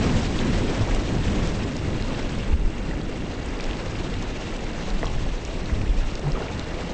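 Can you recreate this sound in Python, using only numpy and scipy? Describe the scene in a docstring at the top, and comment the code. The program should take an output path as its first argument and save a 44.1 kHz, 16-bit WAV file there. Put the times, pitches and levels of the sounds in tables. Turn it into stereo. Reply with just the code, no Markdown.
"""Thunder rolls on the left over open water, with a deeper rumble and a few booms: shaped noise and
swings of low air. Wind-driven water rushes as flickering noise; droplets, plops and one knock ring, small
waves break into bubbles, fine spray and lapping scatter more. Insects, narrow noise bands, sing on the
right, beside a faint steady whine. Two microphone ports hear sound from the left at the left port first."""
import sys
import numpy as np
from scipy import signal
from scipy.fft import rfft, irfft, next_fast_len
from scipy.io import wavfile
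from scipy.ndimage import uniform_filter1d

SR = 44100
rng = np.random.default_rng(int(sys.argv[2]) if len(sys.argv) > 2 else 0)


def file_out(sig):
    """Save sig as 16-bit WAV at sys.argv[1]."""
    # one column per channel
    cols = np.atleast_2d(sig).T
    # limit, then scale
    lim = np.clip(cols, -1, 1)
    pcm = np.round(lim * 32767).astype(np.int16)
    wavfile.write(sys.argv[1], SR, pcm)


def boost_factor(decibels):
    """Convert a level in decibels to a linear amplitude factor."""
    exponent = np.asarray(decibels, float) / 20
    return 10 ** exponent


N = 305613

# rush of wind on water: (time [s], level of its middle band [dB], treble against that level [dB])
RUSH = [(0, -33.5, -8.5), (0.25, -38, -4.5), (0.8, -36, -7), (1.2, -39, -6), (1.45, -37.5, -5),
        (1.8, -40, -8.5), (2.2, -38.5, -7), (2.7, -41.5, -10), (3.2, -42, -8.5), (3.8, -40, -7.5),
        (4.5, -40.5, -6), (5.2, -41.5, -6), (5.9, -42.5, -6.5), (6.4, -41.5, -6), (6.93, -39.5, -9)]


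def evened(x):
    """Scales to rms 1."""
    return x / np.sqrt(np.mean(x ** 2) + 1e-20)


def read(points, hz):
    """Reads a table on a log-frequency axis."""
    f, value = np.transpose(points)
    return np.interp(np.log(hz + 1), np.log(f + 1), value)


def columns(rows, t):
    """Reads every column of a curve at the times t."""
    s, *rest = np.transpose(rows)
    return [np.interp(t, s, c) for c in rest]


def sides(pan_db):
    """Left and right gains for a left minus right level difference."""
    return boost_factor(np.array([pan_db / 2, -pan_db / 2]))


def add(mix, s, sound):
    """Adds a two-channel sound at time s."""
    part = mix[:, round(s * SR):][:, :sound.shape[1]]
    part += sound[:, :part.shape[1]]


def right_port(hz):
    """Phase lag of the right port for sound from the left."""
    # lead of the left port: (frequency [Hz], phase [rad])
    lead = [(0, -1), (260, 0.87), (860, 3.5), (3190, 6.0), (4050, 7), (4820, 10.5), (5430, 11.5),
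            (6980, 12.5), (8270, 23)]
    f, radians = np.transpose(lead)
    return np.exp(-1j * np.interp(hz, f, radians))


def lagged(x):
    """Sound from the left reaches the right port late."""
    size = next_fast_len(N)
    lag = right_port(np.fft.rfftfreq(size, 1 / SR))
    return np.array([x[0], irfft(rfft(x[1], size) * lag, size)[:N]])


def at_ports(events):
    """Places (time, level, pan, sound) events; those well to the left lag at the right port."""
    left_of_db = 3.5
    left, ahead = np.zeros((2, 2, N))
    for s, db, pan_db, sound in events:
        add(left if pan_db > left_of_db else ahead, s, boost_factor(db) * sides(pan_db)[:, None] * sound)
    return lagged(left) + ahead


def noise(colour, size, patchy_db, flicker_db, tilt=None):
    """Random short-time spectra for both ports, with rms patches and a flicker (at 11 kHz) across bands."""
    # likeness of the two ports: (frequency [Hz], correlation [0-1])
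    likeness = [(30, 1), (90, 1), (170, 0.81), (380, 0.49), (900, 0.62), (1500, 1), (2600, 0.1),
                (3300, 0.22), (4500, 0.1), (5500, 0.28), (7500, 0.044)]
    # extra left minus right: (frequency [Hz], level difference [dB])
    lean = [(60, -1.5), (300, 2), (600, 1), (1600, -2), (2700, -0.5), (4400, 1.5), (4800, 2.5), (7000, 6),
            (8400, 4)]
    hop = size // 4
    frames, hz = N // hop + 5, np.fft.rfftfreq(size, 1 / SR)
    a, b, c, d, patches = rng.standard_normal((frames, len(hz), 5)).T
    patches = uniform_filter1d(patches, size=12, axis=0)  # across frequency
    patches = evened(uniform_filter1d(patches, size=10, axis=1))  # across time
    shared, *own = rng.standard_normal((frames, 3)).T
    flicker = 1.1 * shared + np.array(own)  # partly each port's own
    flicker = evened(uniform_filter1d(flicker, size=7, axis=1))[:, None]

    same = np.clip(read(likeness, hz), 0, 1)[:, None]
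    left = a + 1j * b
    right = same * left + np.sqrt(1 - same ** 2) * (c + 1j * d)
    z = np.array([left, right_port(hz)[:, None] * right])

    field_db = read(colour, hz)[:, None] + patchy_db * patches
    field_db = field_db + flicker_db * flicker * (hz[:, None] / 11000) ** .5  # the treble flickers most
    if tilt is not None:
        field_db = field_db + tilt(hz[:, None], np.arange(frames) * hop / SR)
    z *= boost_factor(field_db) * sides(read(lean, hz))[:, :, None]
    return evened(signal.istft(z, nperseg=size, noverlap=size - hop)[1][:, :N])


def thunder_roll():
    """Lumpy low noise that starts on the left and spreads over the sky."""
    # roll of thunder: (time [s], level [dB])
    level = [(0, -22.5), (0.2, -24.5), (0.4, -27.5), (0.62, -23.5), (0.85, -26.5), (1.25, -23.5),
             (1.7, -28), (2.3, -28.5), (2.6, -29), (3.3, -32), (4.0, -31), (4.6, -33.5), (5.0, -32.5),
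             (5.55, -33.5), (5.8, -27.5), (6.0, -36), (6.4, -32), (6.93, -33)]
    # its spectrum: (frequency [Hz], relative density [dB per Hz])
    colour = [(40, -21.5), (75, 1), (120, -4.5), (200, -4.5), (320, -8), (500, -17.5), (900, -46.5)]
    near_pan_db, far_pan_db, spread_s = 8.5, 2.5, 1.5
    t = np.arange(N) / SR
    pan_db = far_pan_db + (near_pan_db - far_pan_db) * np.exp(-(t / spread_s) ** 2)
    lumps = noise(colour, size=2048, patchy_db=2.0, flicker_db=2.1)
    return boost_factor(columns(level, t)[0]) * sides(pan_db) * lumps


def deep_rumble():
    """The deepest noise under the roll."""
    # deepest rumble: (time [s], level [dB])
    level = [(0, -22.5), (0.4, -25.5), (1.0, -25.5), (1.35, -24.5), (1.53, -25), (1.72, -33), (2.05, -26.5),
             (2.35, -29.5), (2.7, -23.5), (2.9, -30.5), (3.55, -27), (3.75, -29.5), (4.1, -27.5),
             (4.5, -33.5), (5.05, -25), (5.5, -29), (5.9, -22), (6.12, -28), (6.35, -29), (6.93, -32.5)]
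    # its spectrum: (frequency [Hz], relative density [dB per Hz])
    colour = [(3, -10.5), (10, 10.5), (25, 19.5), (45, 15), (70, 0), (110, -43)]
    t = np.arange(N) / SR
    return boost_factor(columns(level, t)[0]) * noise(colour, size=4096, patchy_db=1.5, flicker_db=0.0)


def rush():
    """Broad wash of wind and water; its treble comes and goes with the spray."""
    # spectrum of the wash: (frequency [Hz], relative density [dB per Hz])
    colour = [(60, -21), (200, -2.5), (500, 1.5), (1000, -3.5), (1600, -8), (2600, -12), (3400, -15),
              (4300, -17), (6000, -22.5), (8000, -28.5), (8450, -34), (8700, -39)]
    # side of the wash: (time [s], left minus right [dB])
    side = [(0, 8), (1.2, 6), (2.5, 4), (3.4, 6), (6.93, 5.5)]
    treble_from_hz, treble_usual_db = 3000, -6

    def brighter(hz, t):
        """High shelf that follows the treble column."""
        return (columns(RUSH, t)[1] - treble_usual_db) / (1 + (treble_from_hz / (hz + 1)) ** 4)

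    t = np.arange(N) / SR
    wash = noise(colour, size=512, patchy_db=1.16, flicker_db=2.5, tilt=brighter)
    wash = wash * sides(columns(side, t)[0])
    band = signal.butter(3, (700, 2500), "band", fs=SR, output="sos")
    middle = signal.sosfilt(band, wash.mean(0))  # the level curve refers to this band
    return boost_factor(columns(RUSH, t)[0]) * wash / middle.std()


def grain(hz, cycles, rise):
    """A dying sine whose pitch climbs, as of a bubble."""
    turns = np.arange(int(5 * cycles * SR / hz)) * hz / SR
    envelope = (1 - np.exp(-6 * turns)) * np.exp(-turns / cycles)
    sound = envelope * np.sin(2 * np.pi * turns * (1 + rise * turns / cycles))
    return sound / abs(sound).max()


def bubbles(size, per_s, low_hz, high_hz, cycles, pan_db):
    """Random bubbles of many sizes, scattered around one side; large ones are louder."""
    pops = boost_factor(3.1 * np.minimum(rng.exponential(1, size), 3)) * (rng.random(size) < per_s / SR)
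    kind, out = rng.integers(0, 16, size), np.zeros((2, size))
    for k, hz in enumerate(np.geomspace(low_hz, high_hz, 16)):
        train = signal.oaconvolve(pops * (kind == k), grain(hz, cycles, 0.036))[:size]
        gains = sides(pan_db + 6 * rng.standard_normal())[:, None]
        out += gains * train * (hz / low_hz) ** -.3
    return evened(out)


def spray():
    """Fine spray: dense bubbles whose level follows the gusts of the rush."""
    mean_db, per_s = -43.5, 400
    gusts_db = columns(RUSH, np.arange(N) / SR)[0]
    level = boost_factor(mean_db + gusts_db - gusts_db.mean())
    return lagged(level * bubbles(N, per_s, low_hz=997, high_hz=7430, cycles=2.6, pan_db=4.9))


def lapping():
    """Scattered soft bubbles of the shore."""
    level_db, per_s = -44.5, 60
    return lagged(boost_factor(level_db) * bubbles(N, per_s, low_hz=450, high_hz=3500, cycles=3.2, pan_db=3.6))


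def insects():
    """A distant chorus: narrow bands of noise that swell and fade, mostly on the right."""
    # bands of song: (centre [Hz], Gaussian half-width [Hz], level before swell and pan [dB])
    bands = [(2800, 39, -62), (2750, 90, -58)]
    size = next_fast_len(N)
    hz, out = np.fft.rfftfreq(size, 1 / SR), np.zeros((2, N))
    for centre_hz, width_hz, db in bands:
        shape = np.exp(-((hz - centre_hz) / width_hz) ** 2)
        band = irfft(rfft(rng.standard_normal((2, size))) * shape, size)[:, :N]
        swell = evened(uniform_filter1d(rng.standard_normal(N), size=5000))
        out += boost_factor(db + 1.8 * swell) * evened(band)
    return out * sides(-12.5)[:, None]


def whine():
    """A faint steady sine."""
    hz, level_db, pan_db = 8653, -75, -2.5
    return boost_factor(level_db) * sides(pan_db)[:, None] * np.sin(2 * np.pi * hz * np.arange(N) / SR)


def droplet(hz, width_hz, sputter):
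    """A click and a short sputter through one broad resonance."""
    u = np.arange(len(sputter)) / SR
    drive = 0.5 * sputter * np.exp(-u / 0.0013) + (u == 0)
    ring = u * np.exp(-4.5 * width_hz * u) * np.sin(2 * np.pi * hz * u)
    sound = np.convolve(drive, ring)
    return sound / (abs(sound).max() + 1e-9)


def faint_droplets():
    """Rows of time, level, pitch and side, drawn at random."""
    count, level_db, level_spread_db = 24, -32.5, 1
    low_hz, high_hz, pan_db, pan_spread_db = 2020, 7000, 1.5, 25.5
    when, size, pitch, side = rng.random((count, 4)).T
    return list(zip(when * N / SR,
                    level_db + level_spread_db * (size - .5),
                    low_hz * (high_hz / low_hz) ** pitch,
                    pan_db + pan_spread_db * (side - .5)))


def droplets():
    """Loud droplets at set times and faint ones at random, each a short broad ring."""
    # the loudest droplets: (time [s], peak [dB], pitch [Hz], left minus right [dB])
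    loudest = [(0.39, -19, 3450, 6.5), (0.794, -28, 4580, 11.5), (0.9481, -28.5, 6540, 24),
               (1.2812, -22.5, 3120, 8.5), (1.4735, -29, 5860, 1), (1.7665, -27.5, 5560, 16.5),
               (2.0235, -25.5, 4100, 15.5), (3.599, -22, 2180, 8.5), (3.6075, -23, 4360, 7.5),
               (3.6409, -24, 4700, 8.5), (3.7106, -22.5, 3200, 10), (3.7325, -25, 2800, 5),
               (3.9542, -26.5, 2350, 13), (4.1401, -23, 3180, 4.5), (4.225, -31.5, 5800, 13.5),
               (4.9028, -28, 4560, 12.5), (4.991, -29, 2500, 4), (5.0559, -24.5, 5780, 5),
               (5.068, -24.5, 3440, 7.5), (5.4499, -27.5, 5700, 13.5), (5.6581, -29.5, 3960, 15.5),
               (5.6966, -25, 1450, 10.5), (5.8156, -24.5, 2450, 8), (6.1537, -24, 4970, 13),
               (6.1944, -29, 5700, 6.5), (6.3199, -28.5, 4610, 18), (6.4832, -28, 2260, -5),
               (6.5949, -22.5, 4570, 11.5), (6.7429, -27, 2610, 7)]
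    width_share = 0.35  # width of the ring over its pitch
    drops = loudest + faint_droplets()
    sputters = rng.standard_normal((len(drops), 200))
    return at_ports((s, db, pan_db, droplet(hz, width_share * hz, sputter))
                    for (s, db, hz, pan_db), sputter in zip(drops, sputters))


def booms():
    """Booms and glugs: a few swings of low air under a smooth hump."""
    # booms and glugs: (time [s], peak [dB], frequency [Hz], length [s], left minus right [dB])
    swings = [(0.761, -16.5, 103, 0.1, 7), (2.505, -14, 64.6, 0.072, 9.5), (2.628, -13, 27.6, 0.062, 10),
              (3.473, -17.5, 40, 0.029, 7), (5.708, -15, 57.4, 0.055, 6), (5.962, -15.5, 29.8, 0.083, 8),
              (6.225, -19.5, 144.7, 0.106, -2), (6.308, -19, 30, 0.059, -1)]
    out = np.zeros((2, N))
    for s, db, hz, length_s, pan_db in swings:
        u = np.arange(0, length_s, 1 / SR)
        swing = np.hanning(len(u)) * np.sin(2 * np.pi * hz * u)
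        add(out, s, boost_factor(db) * sides(pan_db)[:, None] * swing)
    return out


def waves():
    """Small waves break into bursts of bubbles that rise fast and fall slower."""
    # breaking waves: (time of crest [s], fall [s], level before the swell [dB],
    # highest bubble [Hz], left minus right [dB])
    breakers = [(1.381, 0.17, -44.5, 8020, -2), (3.62, .4, -43, 4550, 3), (5.051, 0.11, -36, 7900, 7),
                (6.26, 0.069, -34, 1310, -3), (6.359, 0.15, -32.5, 2800, 0)]
    rise_s, crest_s = .03, .5
    out, u = np.zeros((2, N)), np.arange(SR) / SR - crest_s
    for s, fall_s, db, top_hz, pan_db in breakers:
        swell = np.exp(-(u / np.where(u < 0, rise_s, fall_s)) ** 2)
        burst = bubbles(SR, per_s=700, low_hz=349, high_hz=top_hz, cycles=3.0, pan_db=pan_db)
        add(out, s - crest_s, boost_factor(db) * swell * burst)
    return out


def plops_and_knock():
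    """Plops and one knock: short dying sines; the four rows near 5.03 s make the knock."""
    # plops and knock: (time [s], peak [dB], pitch [Hz], decay [cycles, raised to 0.5 if less],
    # left minus right [dB])
    rows = [(2.092, -28.5, 514, 3.6, -3), (2.911, -25, 1790, 5.7, 6.5), (3.377, -31, 502, 3, -4),
            (3.806, -25.5, 396, 0.68, 13.5), (5.0297, -21, 1780, 2.7, -3), (5.0311, -13, 537, 0.42, 0.5),
            (5.0355, -17, 500, 0.45, 1), (5.0433, -19.5, 944, 0.78, 1), (6.191, -24, 576, 2.9, 9.5),
            (6.235, -27, 350, 2.5, 1.5), (6.27, -23, 823, 2.8, 11), (6.354, -27, 1174, 9.4, 11.5),
            (6.414, -23, 437, 1.5, 8), (6.422, -29, 1290, 4.9, -1), (6.467, -25.5, 1285, 4.7, 4.5),
            (6.512, -23.5, 787, 9.2, 4.5)]
    return at_ports((s, db, pan_db, grain(hz, max(cycles, .5), 0.04))
                    for s, db, hz, cycles, pan_db in rows)


def dip():
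    """Gain that dips briefly once."""
    # the dip: (time [s], depth before recovery acts [dB], recovery [s])
    s, depth_db, recovery_s = (2.54, -8, 0.075)
    after = np.maximum(np.arange(N) / SR - s, 0)
    return boost_factor(depth_db * (1 - np.exp(-after * 120)) * np.exp(-after / recovery_s))


def scene():
    """Thunder, water and insects at the two ports; all but the thunder and glugs dip briefly."""
    thunder_and_glugs = thunder_roll() + deep_rumble() + booms()
    water = spray() + lapping() + droplets() + waves() + plops_and_knock()
    return dip() * (rush() + water + insects()) + thunder_and_glugs


def top_cut(x):
    """Nothing passes above the cut-off."""
    return signal.sosfilt(signal.butter(12, 8720, fs=SR, output="sos"), x)


def record(dry):
    """Low-pass band limit at 8680 Hz, then the whine just below that edge."""
    edge = signal.firwin(511, 8680, window=("kaiser", 9), fs=SR)[None]
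    mix = signal.oaconvolve(dry, edge, "same") + whine()
    return top_cut(mix)


dry = scene()
out = record(dry)
file_out(out)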